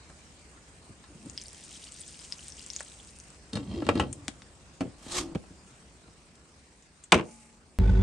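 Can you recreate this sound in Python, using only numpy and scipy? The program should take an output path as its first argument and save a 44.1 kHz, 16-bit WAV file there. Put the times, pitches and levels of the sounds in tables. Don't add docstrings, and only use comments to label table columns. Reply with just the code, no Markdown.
import sys
import numpy as np
from scipy import signal
from scipy.fft import rfft, irfft, next_fast_len
from scipy.io import wavfile
from scipy.ndimage import uniform_filter1d

SR = 44100
rng = np.random.default_rng(int(sys.argv[2]) if len(sys.argv) > 2 else 0)


def log_audio(samples):
    frames = np.atleast_2d(samples).T
    limited = np.clip(frames, -1, 1)
    pcm = np.round(limited * 32767).astype(np.int16)
    wavfile.write(sys.argv[1], SR, pcm)


N = 353946

# pitch_hz [Hz], level_db [dB per Hz]
HISS_SPECTRUM = [(880, -46.5), (1500, -13), (2360, -5), (2750, -6.5), (4020, -18.5), (4810, -9.5),
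                 (8350, -2), (9310, -3.5), (10400, -10), (11400, -6), (13000, -58.5)]
# pitch_hz [Hz], likeness [0-1]
HISS_LIKENESS = [(60, 0.93), (180, 0.94), (550, 0.81), (1650, 0.7), (4970, 0.079), (15000, 0.5)]
# start_s [s], level_db [dB], pitch_hz [Hz], left_right_db [dB]
LARGE_POPS = [(1.259, -38.5, 8400, 4), (1.2982, -30.5, 6600, 12), (1.377, -20.5, 4900, 2),
              (1.384, -34, 3050, -2), (1.399, -35, 4450, -1), (1.415, -29, 5800, 3), (1.438, -29, 9050, 2),
              (1.4587, -34.5, 4530, 1), (1.468, -35, 8300, 0.5), (1.4832, -28.5, 9200, -5),
              (1.4828, -36, 5270, 3), (1.507, -40, 5400, 2), (1.5314, -31, 9250, -8),
              (1.6384, -33.5, 8000, 3), (1.63, -47, 3150, 1), (1.7095, -40, 6230, 2.5),
              (1.711, -33, 9250, -1), (1.716, -41, 2960, 1), (1.728, -35.5, 6900, 2),
              (1.7467, -39, 5860, 2), (1.759, -38, 3100, 0.5), (1.8693, -41, 2820, 1),
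              (1.8802, -38, 4380, 1.5), (1.943, -34, 8500, 2), (1.954, -45, 4300, 1),
              (1.8425, -33, 8200, 4), (1.9213, -29, 7400, 3), (2.0165, -35, 7300, 4),
              (1.6495, -34, 8700, 1), (1.609, -36, 8800, 1), (1.852, -35, 8800, 2), (1.869, -46, 5000, 1),
              (2.0655, -39, 6500, 2), (2.571, -36, 7600, 2), (2.585, -40, 2980, 1), (2.606, -40, 2700, 1),
              (2.626, -37, 7500, 2), (2.752, -35, 4500, 2), (2.792, -37, 3400, 1), (1.42, -29, 9200, 2),
              (1.423, -37, 4900, 1), (2.0154, -41, 4770, 2), (2.0359, -39.5, 3230, 2),
              (2.0797, -29.5, 8200, 2), (2.1977, -41, 4790, 14), (2.3237, -19, 4880, 5.5),
              (2.3925, -38, 2850, 0), (2.483, -26.5, 8100, 3), (2.3846, -37, 5800, 0.5),
              (2.502, -36, 5920, 4.5), (2.568, -36, 5840, 1.5), (2.522, -33, 5500, 9),
              (2.5943, -35, 4700, 5), (2.6634, -27.5, 7460, 3.5), (2.7023, -23, 5260, 6),
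              (2.735, -28, 6200, 4), (2.7633, -18, 6350, 2), (2.807, -24.5, 7500, 4),
              (2.8313, -32, 8610, 4), (2.9817, -46, 5270, -0.5), (2.9997, -39.5, 3190, -3),
              (3.073, -36, 7700, 1.5), (3.1878, -33, 8910, 0), (3.2008, -33, 6000, 3),
              (3.3035, -37, 7650, 4)]
# start_s [s], length_s [s], level_db [dB], from_hz [Hz], to_hz [Hz],
# left_right_db [dB]
STEAM_SQUEAKS = [(1.836, 0.0074, -43, 2800, 4930, 1), (2.002, 0.016, -39, 9600, 7000, 2),
                 (2.14, 0.011, -50, 1990, 5000, 1)]
LID_S = (1.101, 1.45, 2.8, 3.5)
SHUT_DB, OPEN_DB = -60.5, -52.5
WARMING_DB_PER_S, COOLING_DB_PER_S, COOLING_S = 1.5, -1.5, 3.74
# start_s of the peak [s], rise_db [dB]
SLOSHES = [(5.7, 3.6), (7.33, 10.9)]
SWELL_S, SETTLE_S = 0.16, 0.28
POP_CYCLES = 4.66
POP_SNAP_DB, SNAP_GROWTH = -4, 0.13


def sizzle():
    t = np.arange(N) / SR
    gap = np.interp(t, LID_S, [0, 1, 1, 0])
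    open_rise_db = OPEN_DB - SHUT_DB + WARMING_DB_PER_S * (t - LID_S[1])
    level_db = SHUT_DB + gap * open_rise_db + COOLING_DB_PER_S * np.maximum(t - COOLING_S, 0)
    slosh_db = sum(np.interp(t, [s - SWELL_S, s, s + SETTLE_S], [0, db, 0]) for s, db in SLOSHES)
    level = amp(level_db + slosh_db)
    hiss = noise(HISS_SPECTRUM, HISS_LIKENESS, patchy_db=2, flicker_db=1.5)
    opened = np.clip(.015 + 1.1 * gap ** 1.8, 0, 1)
    bubbles = crackle(opened) * level * amp(3.5)
    for s, db, hz, pan_db in LARGE_POPS:
        snap_db = POP_SNAP_DB + SNAP_GROWTH * (db + 27.0)
        add(bubbles, s, amp(db) * bubble(hz, POP_CYCLES, 0.028, snap_db), pan_db)
    for s, length, db, from_hz, to_hz, pan_db in STEAM_SQUEAKS:
        add(bubbles, s, amp(db) * squeak(length, from_hz, to_hz), pan_db)
    bubbles = band(bubbles, 1700, 16000)
    steam = amp(-3.5 * opened)
    return level * steam * hiss + bubbles + amp(-12) * walls(bubbles, .05, 10000)


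def crackle(opened):
    clumps = amp(3.5 * evened(uniform_filter1d(rng.standard_normal(N), size=1500)))
    strength = amp(4.3 * np.minimum(rng.exponential(1, N), 3.4))
    bursts = strength * (rng.random(N) < 1100 * opened * clumps / SR)
    kind, out = rng.integers(0, 20, N), np.zeros((2, N))
    for k, (pitch, length, side) in enumerate(rng.random((20, 3))):
        hz = 1900 * 5.1 ** (((k + pitch) / 20) ** .5)
        grain = (hz / 9000) ** .9 * bubble(hz, 1 + 4 * length ** 3, glide=.06, snap_db=-5)
        add(out, 0, signal.oaconvolve(bursts * (kind == k), grain), 1.9 + 8 * (side - .5))
    return out


def bubble(hz, cycles, glide, snap_db):
    t = np.arange(int(3 * cycles / hz * SR) + 40) / SR
    u = t * hz / cycles
    snap = np.exp(-t / .00022) * 1.3 * np.sin(2 * np.pi * .85 * hz * t)
    chirp = u * np.exp(1 - 2.31 * u) * 1.79 * np.sin(2 * np.pi * hz * t * (1 + glide * u))
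    return chirp + amp(snap_db) * snap


def squeak(length, from_hz, to_hz):
    u = np.arange(int(length * SR)) / (length * SR)
    jitter = 1 + .06 * evened(uniform_filter1d(rng.standard_normal(len(u)), size=60))
    hz = (from_hz + (to_hz - from_hz) * u) * jitter
    return np.sqrt(np.sin(np.pi * u)) * np.sin(2 * np.pi * np.cumsum(hz) / SR)


# [Hz, favoured by the spot of contact]
LID_BLOWS = [(1.038, -41.5, -9, 1, 0.93, 190, 1060), (3.531, -22.5, 17, 15.5, 0.47, 290, 590),
             (3.553, -24.5, -11, 13, 1, 210, 760), (3.569, -24, -1, -5, 0.36, 190, 600),
             (3.82, -22.5, 4.5, -22, 0.44, 275, 520), (3.865, -20, 9.5, -4, 0.3, 330, 510),
             (3.888, -7, -1, -13.5, 0.35, 320, 560), (3.953, -17.5, 13, -4.5, 0.45, 250, 510),
             (3.971, -16.5, 17, -23, 0.58, 285, 780), (3.996, -11, -3, -13, 0.58, 255, 825),
             (4.029, -28.5, 1, -32, 0.98, 190, 800)]
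STOVE_BLOWS = [(0.095, -40, 4, -26, 0.38, 190, 650), (0.892, -43, 25, 6, 0.2, 180, 530),
               (0.899, -39, 30, 5, 0.3, 99, 650), (1.149, -41, 24, 5, 0.32, 180, 650),
               (1.259, -36, 30, 15, 0.47, 270, 650), (3.549, -21, 31, -9.5, 0.41, 100, 650),
               (4.2815, -29.5, 8, -23, 0.26, 270, 650), (4.806, -17.5, 8, -10, 1, 268, 676),
               (4.852, -32.5, 24, -10, 0.29, 99.8, 701), (4.874, -33, 21, -10, 0.35, 100, 701),
               (5.063, -34, 18, -4, 0.13, 320, 650), (5.348, -28, 5, -7, 0.57, 310, 620),
               (5.354, -17, 9, -21, 0.28, 173, 520), (5.436, -42.5, -5, -19, 0.4, 270, 850),
               (5.505, -42, 28, 3, 0.48, 220, 647), (6.077, -45, 4, -6, 0.47, 270, 1020)]
PAN_ON_BOARD = [(7.1192, -4.5, -8, -4.5, 0.13, 375, 990), (7.1228, -3, -6.5, -9, 0.17, 190, 880),
                (7.1275, -7.5, -5, -17, 0.24, 160, 1010), (7.141, -7, 6.5, -2, 0.23, 190, 1000),
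                (7.149, -12.5, 8, -13, 0.19, 350, 620), (7.163, -23, 6, -12, 0.3, 370, 650),
                (7.175, -25, 0, -9, 0.3, 290, 630), (7.185, -23.5, -5, -16, 0.33, 125, 1000),
                (7.194, -19, 2.5, -20, 0.19, 200, 970), (7.208, -22.5, -0.5, -17, 0.18, 380, 600),
                (7.226, -34, 8, -20, 0.28, 200, 630), (7.244, -37.5, 14, -10, 0.3, 170, 620),
                (7.286, -39, 17, -12, 0.18, 260, 860)]
# pitch_hz [Hz], level_db [dB], t60_s [s]
LID_MODES = [(71, -11, 0.5), (194, -5, 0.26), (258, 3.5, 0.11), (287, 7.5, 0.088), (324, 7, 0.093),
             (376, -7, 0.12), (507, -0.5, 0.12), (584, 1.5, 0.088), (760, -10, 0.16), (834, 7, 0.089),
             (1060, 6, 0.07), (1323, -8, 0.25), (1700, -5, 0.066), (1931, -11.5, 0.21), (2355, -16, 0.11),
             (2753, -9, 0.14), (3100, -10, 0.059), (3730, -2, 0.071), (4300, 0.5, 0.038),
             (5020, -6.5, 0.059), (8710, -6, .04)]
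STOVE_MODES = [(75, -9, 0.2), (99, -1.5, 0.29), (179.5, 7, 0.13), (269, 8, 0.128), (322, -1.5, 0.083),
               (530, -1.5, 0.11), (653, -2, 0.14), (750, -3, 0.14), (850, -3, 0.08), (1020, -3, 0.082),
               (1430, -21, 0.06), (2300, -7, 0.04), (4400, -7, 0.046), (8100, -26, .04)]
BOARD_MODES = [(70.4, -19, 0.22), (121.2, -5, 0.3), (185, 4.5, 0.28), (290, -2, 0.2), (365, 3, 0.26),
               (500, -7.5, 0.2), (625, 1, 0.36), (885, -2, 0.2), (1005, 1, 0.31), (1270, -9.5, 0.15),
               (1560, -8, 0.15), (1830, -11, 0.2), (2165, -5.5, 0.12), (2356, -4.5, 0.16),
               (2440, -6.5, 0.16), (2750, -5, 0.12), (3200, -3.5, .12), (3420, -4, .12), (3770, -8, 0.1),
               (4460, -10.5, 0.1), (5000, -11, .1), (6220, 0, 0.1)]


def handling():
    hits = blows(LID_BLOWS, LID_MODES, -8, 0.2, 0.74, upper_db=-1.5, share=0.37, pan_db=1.5)
    hits += blows(STOVE_BLOWS, STOVE_MODES, -7.0, 0.11, 0.95, upper_db=-1.0, share=0.37, pan_db=0.5)
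    hits += blows(PAN_ON_BOARD, BOARD_MODES, 2.6, 0.21, 0.83, upper_db=6.5, share=0.59, pan_db=0.9)
    hits += snaps()
    rasp = rim_rasp()
    return band(hits, 55, 16000) + lid_drags(rasp) + pan_slide(rasp) + pan()


# from_hz [Hz], to_hz [Hz], rise_s [s]
BLOW_BANDS = [(50, 500, .003), (500, 1300, .001), (1300, 3000, .0005), (3000, 10000, .0002)]
FAVOUR_DB_PER_OCTAVE = 9.5


def blows(rows, modes, crack_db, crack_s, spread, upper_db, share, pan_db):
    out = np.zeros((2, N))
    for s, peak_db, thud_db, click_db, ring, *spots in rows:
        levels_db = thud_db, 0, upper_db + share * click_db, click_db
        phases, (a, b), sound = rng.random((len(modes), 2)), rng.standard_normal((2, 9000)), 0
        t = np.arange(min(9000, int(1500 + 11000 * ring))) / SR
        for db, (lo, hi, rise) in zip(levels_db, BLOW_BANDS):
            apart = spread * min(hi / 3200, 1)
            tone = 0
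            for (hz, mode_db, t60), (p, q) in zip(modes, phases):
                if lo < hz <= hi:
                    decay = amp(mode_db - off_db(hz, spots) - 60 * t / (ring * t60))
                    offset = np.array([[0], [apart * (q - .5)]])
                    tone = tone + decay * np.sin(2 * np.pi * (hz * t + p + offset))
            stereo = np.array([a, np.cos(apart) * a + np.sin(apart) * b])[:, :len(t)]
            crack_t60 = crack_s * ring * (500 / lo) ** 0.3
            crack = evened(band(stereo, lo, hi)) * amp(crack_db - 60 * t / crack_t60)
            part = (tone + crack) * (1 - np.exp(-t / rise))
            loudest = np.sqrt(uniform_filter1d(part[0] ** 2, size=400).max())
            sound = sound + amp(db) * part / loudest
        add(out, s + .0012, sound * amp(peak_db) / abs(sound).max(), pan_db)
    return out


def off_db(hz, spots):
    if hz > BLOW_BANDS[1][1]:
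        return 0
    return FAVOUR_DB_PER_OCTAVE * min(abs(np.log2(hz / np.array(spots))))


# start_s [s],
# level_db [peak dB], from_hz [Hz], to_hz [Hz], snap_db [dB against its tail], t60_s [s], left_right_db [dB]
HARD_SNAPS = [(0.0985, -44, 300, 1900, 8, .04, 0), (2.806, -29, 500, 2380, 8, 0.027, 2),
              (3.889, -19, 2080, 2900, 5, .05, 2), (3.9974, -21.5, 2500, 3200, 2, 0.077, 1.5),
              (4.128, -22.5, 6700, 9600, 0, 0.03, 2), (4.2815, -13, 700, 9800, 14.5, .035, 3),
              (4.42, -36.5, 600, 6000, 6, 0.028, 3), (5.1205, -21, 2500, 10000, 2, .04, 1),
              (6.354, -46, 3500, 10000, 3, 0.044, 0), (6.824, -49, 5000, 7600, 3, .04, 0),
              (7.038, -37, 6600, 8700, 2, 0.046, 1), (7.1202, -7, 1900, 4430, -3, 0.026, 2),
              (7.1225, -4, 2100, 3000, -3, 0.03, 2)]
SNAP_ECHO_S = .00055
SNAP_SPILL_DB = -17.5


def snaps():
    out, t = np.zeros((2, N)), np.arange(4000) / SR
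    for s, peak_db, lo_hz, hi_hz, snap_db, t60, pan_db in HARD_SNAPS:
        a, b = rng.standard_normal((2, 4000))
        drive = np.array([a, 0.74 * a + .44 * b]) * amp(-60 * t / t60)
        drive[:, 0] = 3 * amp(snap_db)
        drive[:, round(SNAP_ECHO_S * SR)] += 1.4 * amp(snap_db)
        sound = band(drive, lo_hz, hi_hz) + amp(SNAP_SPILL_DB) * band(drive, 400, 10000)
        add(out, s, sound * amp(peak_db) / abs(sound).max(), pan_db)
    return out


# pitch_hz [Hz], width_hz [Hz], level_db [dB]
RIM_BANDS = [(655, 30, 0.5), (1147, 46, 5.5), (1950, 64, -2), (2170, 80, -8), (2430, 40, -5), (2770, 56, 2),
             (3190, 95, 3), (3570, 40, -4), (3800, 40, 0), (4150, 160, -2), (4800, 150, -6)]


def rim_rasp():
    rasp = whistling(RIM_BANDS)
    return evened(rasp * amp(4.7 * evened(uniform_filter1d(rng.standard_normal(N), size=250))))


# start_s [s], level_db [groan dB], pitch_hz [Hz]
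LID_DRAGS = [
    [(1.08, -63, 258), (1.104, -53, 300), (1.135, -58, 280.2), (1.19, -59, 210.5), (1.23, -48.5, 200.2),
     (1.27, -48, 290), (1.31, -54, 251), (1.36, -57, 236)],
    [(3.53, -42, 212), (3.562, -38, 185), (3.595, -37.5, 290), (3.624, -41.5, 280), (3.668, -41.5, 190),
     (3.708, -34.5, 190), (3.738, -33, 199.9), (3.755, -34.5, 340), (3.78, -32.5, 345), (3.802, -37, 320),
     (3.856, -38.5, 290), (3.894, -31.5, 329.3), (3.932, -37, 200.3), (3.97, -31.5, 285.3),
     (4.015, -31, 253.3), (4.078, -44.5, 259.8), (4.25, -55, 300.6)],
]
RASP_DB, RASP_GROWTH = -44, 1.47
BOOM_DB, BOOM_T60 = -6, 0.9


def lid_drags(rasp):
    rumble = rubbed(LID_MODES, 0.85, 150, 650, lumpy_db=8.5)
    shake = evened(band(rng.standard_normal(N), 65, 132))
    return sum(dragged(rows, rumble, rasp, shake) for rows in LID_DRAGS)


def dragged(rows, rumble, rasp, shake):
    t = np.arange(N) / SR
    level = curve(rows, 1)
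    active = t < rows[-1][0] + 1
    sink = amp(60 * (t - rows[0][0]) / BOOM_T60 * active)
    linger = np.maximum.accumulate(level * sink) / sink * active
    voice = 0.24 * rumble + 0.83 * band(groan(rows, 41), 122, 950)
    rasp_level = amp(RASP_DB) * (level / amp(-30.5)) ** RASP_GROWTH
    return voice * level + rasp * rasp_level + shake * amp(BOOM_DB) * linger


# pitch_hz [Hz], level_db [dB per Hz]
SCRAPE_SPECTRUM = [(350, -22), (600, -12), (1190, -7.5), (1490, -16), (1850, -8.5), (2070, -13.5),
                   (3160, -9.5), (4110, -11.5), (8050, -10.5), (11500, -10.5), (13400, -27), (14500, -40),
                   (16000, -48)]
# start_s [s], level_db [dB against the rumble], pitch_hz [Hz]
PAN_GROAN = [(5.08, -8, 322), (5.17, -3.5, 369.3), (5.24, 0, 315), (5.34, -4, 323)]
SLIDE_START_S, SLIDE_FASTEST_S, SLIDE_END_S = 4.98, 5.188, 5.34
RUMBLE, SCRAPING = (-38, 104, 51), (-27, 173, 420)


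def pan_slide(rasp):
    middle_s = (SLIDE_START_S + SLIDE_END_S) / 2
    touching = abs(np.arange(N) / SR - middle_s) < (SLIDE_END_S - SLIDE_START_S) / 2
    scrape = noise(SCRAPE_SPECTRUM, [(500, 0.83), (9000, 0.46)], patchy_db=1.5, flicker_db=2.0)
    scrape = scrape + amp(-15.0) * band(rasp, 1250, 5200)
    rumble = 0.68 * rubbed(STOVE_MODES, 0.71, 60, 900, lumpy_db=3.5)
    rumble = rumble + groan(PAN_GROAN, 30) * curve(PAN_GROAN, 1)
    slide = scrape * amp(peaked(SLIDE_FASTEST_S, *SCRAPING))
    slide = slide + rumble * amp(peaked(SLIDE_FASTEST_S, *RUMBLE))
    return slide * touching


def groan(rows, width_hz):
    rows = np.array(rows)
    hz = np.interp(np.arange(N) / SR, rows[:, 0], rows[:, 2])
    turn, r = np.exp(2j * np.pi * np.cumsum(hz) / SR), np.exp(-np.pi * width_hz / SR)
    wobble = np.exp(1j * 0.85 * evened(uniform_filter1d(rng.standard_normal(N), size=600)))
    fuzz = evened((turn * signal.lfilter([1 - r], [1, -r], rng.standard_normal(N) / turn)).real)
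    return evened(1.2 * (turn * wobble).real + 0.55 * fuzz)


def rubbed(modes, damping, lo_hz, hi_hz, lumpy_db):
    t, body = np.arange(4096) / SR, 0
    for hz, db, t60 in modes:
        if lo_hz < hz < hi_hz:
            body = body + amp(db - 60 * t / (damping * t60)) * np.sin(2 * np.pi * hz * t)
    lumps = evened(uniform_filter1d(rng.standard_normal(N), size=300))
    grip = rng.standard_normal(N) * amp(lumpy_db * lumps)
    return evened(signal.oaconvolve(grip, body)[:N])


# pitch_hz [Hz], level_db [dB], t60_s [s]
PAN_MODES = [(229, -50, 1.2), (853, -58.5, 1.26), (1215, -69, 1.3)]
PAN_S, PAN_SWELL_S = 7.23, .07


def pan():
    out, t = np.zeros((2, N)), np.arange(SR) / SR
    hum = sum(amp(db - 60 * t / t60) * np.sin(2 * np.pi * hz * t) for hz, db, t60 in PAN_MODES)
    add(out, PAN_S, hum * np.minimum(t / PAN_SWELL_S, 1), 0.8)
    return out


# order [multiple of the cycle rate],
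# level_db [dB rms]
ENGINE_ORDERS = [(3, -45), (4, -36), (5, -21), (6, -36), (7, -30), (8, -32), (9, -39), (10, -28), (12, -42),
                 (13, -47), (15, -43), (16, -48), (17, -42), (18, -32), (19, -41), (20, -47), (24, -48),
                 (25, -48), (28, -51), (36.55, -43), (37.08, -44), (45.6, -50)]
# pitch_hz [Hz], level_db [dB per Hz]
ROAR_SPECTRUM = [(18, -36), (30, -14), (64, -19), (144, -9.5), (189, -4), (270, -14), (323, -30),
                 (384, -19.5), (612, -40.5), (1510, -51.5), (2190, -52), (3480, -59), (9060, -69.5),
                 (10500, -68), (13600, -118), (22000, -120)]
# pitch_hz [Hz], likeness [0-1]
ROAR_LIKENESS = [(60, 0.91), (180, 0.39), (550, 0.77), (1650, 0.02), (4970, 0.15), (15000, 0.28)]
# pitch_hz [Hz], width_hz [Hz], level_db [dB]
BAY_BANDS = [(873, 33, 5.5), (1496, 30, 4.5), (1820, 76, -18), (3480, 200, -14), (4570, 130, -21),
             (6070, 76, -24)]
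CYCLE_HZ, FIRING_S = 10.3, 7.802


def engine():
    turns = (np.arange(N) / SR - FIRING_S) * CYCLE_HZ
    skew = .9
    flutter = amp(3 * evened(uniform_filter1d(rng.standard_normal(N), size=900)))
    orders = 0
    for k, db in ENGINE_ORDERS:
        lag = .11 if round(k) % 5 else 0
        phase = 2 * np.pi * k * (turns - lag) + skew + k * np.array([[.013], [-.013]])
        orders = orders + amp(db) * np.sqrt(2) * np.cos(phase)
    orders = orders * amp([[-.3], [.3]])
    a, b = rng.standard_normal((N, 2)).T
    low = coloured(np.array([a, .9 * a + .44 * b]), ROAR_SPECTRUM)
    low = amp(-38.5) * evened(band(low, 30, 340))
    throb = 1 + 0.27 * np.cos(2 * np.pi * 5 * turns)
    high = evened(band(noise(ROAR_SPECTRUM, ROAR_LIKENESS, patchy_db=-0.5, flicker_db=0.5), 704, 11500))
    high = high + amp(-7) * flutter * band(whistling(BAY_BANDS), 700, 7000)
    return orders + low + amp(-43) * high * throb + valves()


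# start_s [s], level_db [dB], pitch_hz [Hz]
VALVE_TAPS = [(7.796, -51, 3900), (7.834, -49, 2300), (7.872, -48, 3550), (7.873, -52, 2550),
              (7.893, -50, 1950), (7.953, -52, 3800), (7.992, -52, 3430), (8.008, -47, 3480)]
TAP_CYCLES = 28


def valves():
    out = np.zeros((2, N))
    for s, db, hz in VALVE_TAPS:
        add(out, s, amp(db) * bubble(hz, TAP_CYCLES, 0, -6), 0)
    return out


# pitch_hz [Hz], level_db [dB per Hz]
AIR_SPECTRUM = [(15, -36), (25, -7), (65, 5), (103, -7), (162, -3.5), (220, -6), (560, -13.5), (758, -15.5),
                (2030, -24.5), (3370, -28.5), (8580, -13), (9730, -21.5), (10500, -41.5), (13600, -90),
                (22000, -120)]
# pitch_hz [Hz], likeness [0-1]
AIR_LIKENESS = [(60, 0.76), (180, 0.8), (550, 0.21), (1650, 0.019), (4970, 0.15), (15000, 0.2)]
# [dB, below and
# above about 1 kHz]
AIR_LEVELS = [(0.0, -55.5, -58.5), (1.0, -56.5, -61.5), (5.6, -55.5, -61), (7.0, -62, -65),
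              (7.78, -59, -66)]


def air():
    a, b = rng.standard_normal((N, 2)).T
    low = coloured(np.array([a, 0.89 * a + 0.44 * b]), AIR_SPECTRUM)
    low = evened(band(low, 46, 920))
    high = evened(band(noise(AIR_SPECTRUM, AIR_LIKENESS, patchy_db=2.5, flicker_db=1.0), 1000, 4550))
    return low * curve(AIR_LEVELS, 1) + high * curve(AIR_LEVELS, 2)


def walls(x, t60, bright_hz):
    taps = np.zeros((2, 14000))
    at = np.arange(150, 13970, 20) + rng.integers(0, 20, (2, 691))
    np.put_along_axis(taps, at, rng.choice([-1., 1.], at.shape), 1)
    taps = band(taps * amp(-60 * np.arange(14000) / SR / t60), 150, bright_hz)
    return signal.fftconvolve(x, taps / np.linalg.norm(taps[0]), axes=1)[:, :N]


def noise(shape, likeness, patchy_db, flicker_db):
    frames, hz = N // 128 + 5, np.fft.rfftfreq(512, 1 / SR)
    a, b, c, d, patches = rng.standard_normal((frames, 257, 5)).T
    patches = evened(uniform_filter1d(uniform_filter1d(patches, size=6, axis=0), size=24, axis=1))
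    flicker = evened(uniform_filter1d(rng.standard_normal(frames), size=3))
    same, left = np.clip(read(likeness, hz), -1, 1)[:, None], a + 1j * b
    right = same * left + np.sqrt(1 - same ** 2) * (c + 1j * d)
    gain = amp(read(shape, hz)[:, None] + patchy_db * patches + flicker_db * flicker)
    frames_lr = np.array([left, right]) * gain
    return evened(signal.istft(frames_lr, nperseg=512, noverlap=384)[1][:, :N])


def whistling(peaks):
    size = next_fast_len(N)
    hz = np.fft.rfftfreq(size, 1 / SR)
    gain = sum(amp(db) / (1 + 2j * (hz - f) / width) for f, width, db in peaks)
    a, b = rng.standard_normal((N, 2)).T
    return evened(irfft(rfft(np.array([a, .7 * a + .71 * b]), size) * gain, size)[:, :N])


def coloured(x, shape):
    size = next_fast_len(N)
    return irfft(rfft(x, size) * amp(read(shape, np.fft.rfftfreq(size, 1 / SR))), size)[..., :N]


def band(x, lo_hz, hi_hz):
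    return signal.sosfilt(signal.butter(3, [lo_hz, hi_hz], "bandpass", fs=SR, output="sos"), x)


def peaked(top_s, top_db, rise, fall):
    late = np.arange(N) / SR - top_s
    return top_db + np.minimum(rise * late, -fall * late)


def curve(rows, column):
    rows = np.array(rows)
    return amp(np.interp(np.arange(N) / SR, rows[:, 0], rows[:, column], left=-200, right=-200))


def read(points, hz):
    f, value = np.transpose(points)
    return np.interp(np.log(hz + 1), np.log(f + 1), value)


def add(mix, s, sound, pan_db):
    part = mix[:, round(s * SR):][:, :sound.shape[-1]]
    part += amp([[pan_db / 2], [-pan_db / 2]]) * sound[..., :part.shape[1]]


def evened(x):
    return x / np.sqrt(np.mean(x ** 2) + 1e-20)


def amp(db):
    return 10 ** (np.asarray(db) / 20)


# pitch_hz [Hz], level_db [dB]
MICROPHONE_RESPONSE = [(9300, 0), (10200, -17.5), (12000, -15), (13000, -47), (20000, -48.5)]
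CUT_S = 7.78782


def scene():
    near = handling()
    echoes = amp(-15) * walls(near, 0.14, 9800) + amp(-30.5) * walls(near, 0.38, 900)
    kitchen = coloured(near + echoes + sizzle() + air(), MICROPHONE_RESPONSE)
    outdoors = coloured(engine(), MICROPHONE_RESPONSE)
    return np.where(np.arange(N) < CUT_S * SR, kitchen, outdoors)


EDGE_HZ = 16800


def record(dry):
    low_pass = signal.firwin(511, EDGE_HZ, window=("kaiser", 9), fs=SR)
    return signal.oaconvolve(dry, low_pass[None], "same")


dry = scene()
out = record(dry)
log_audio(out)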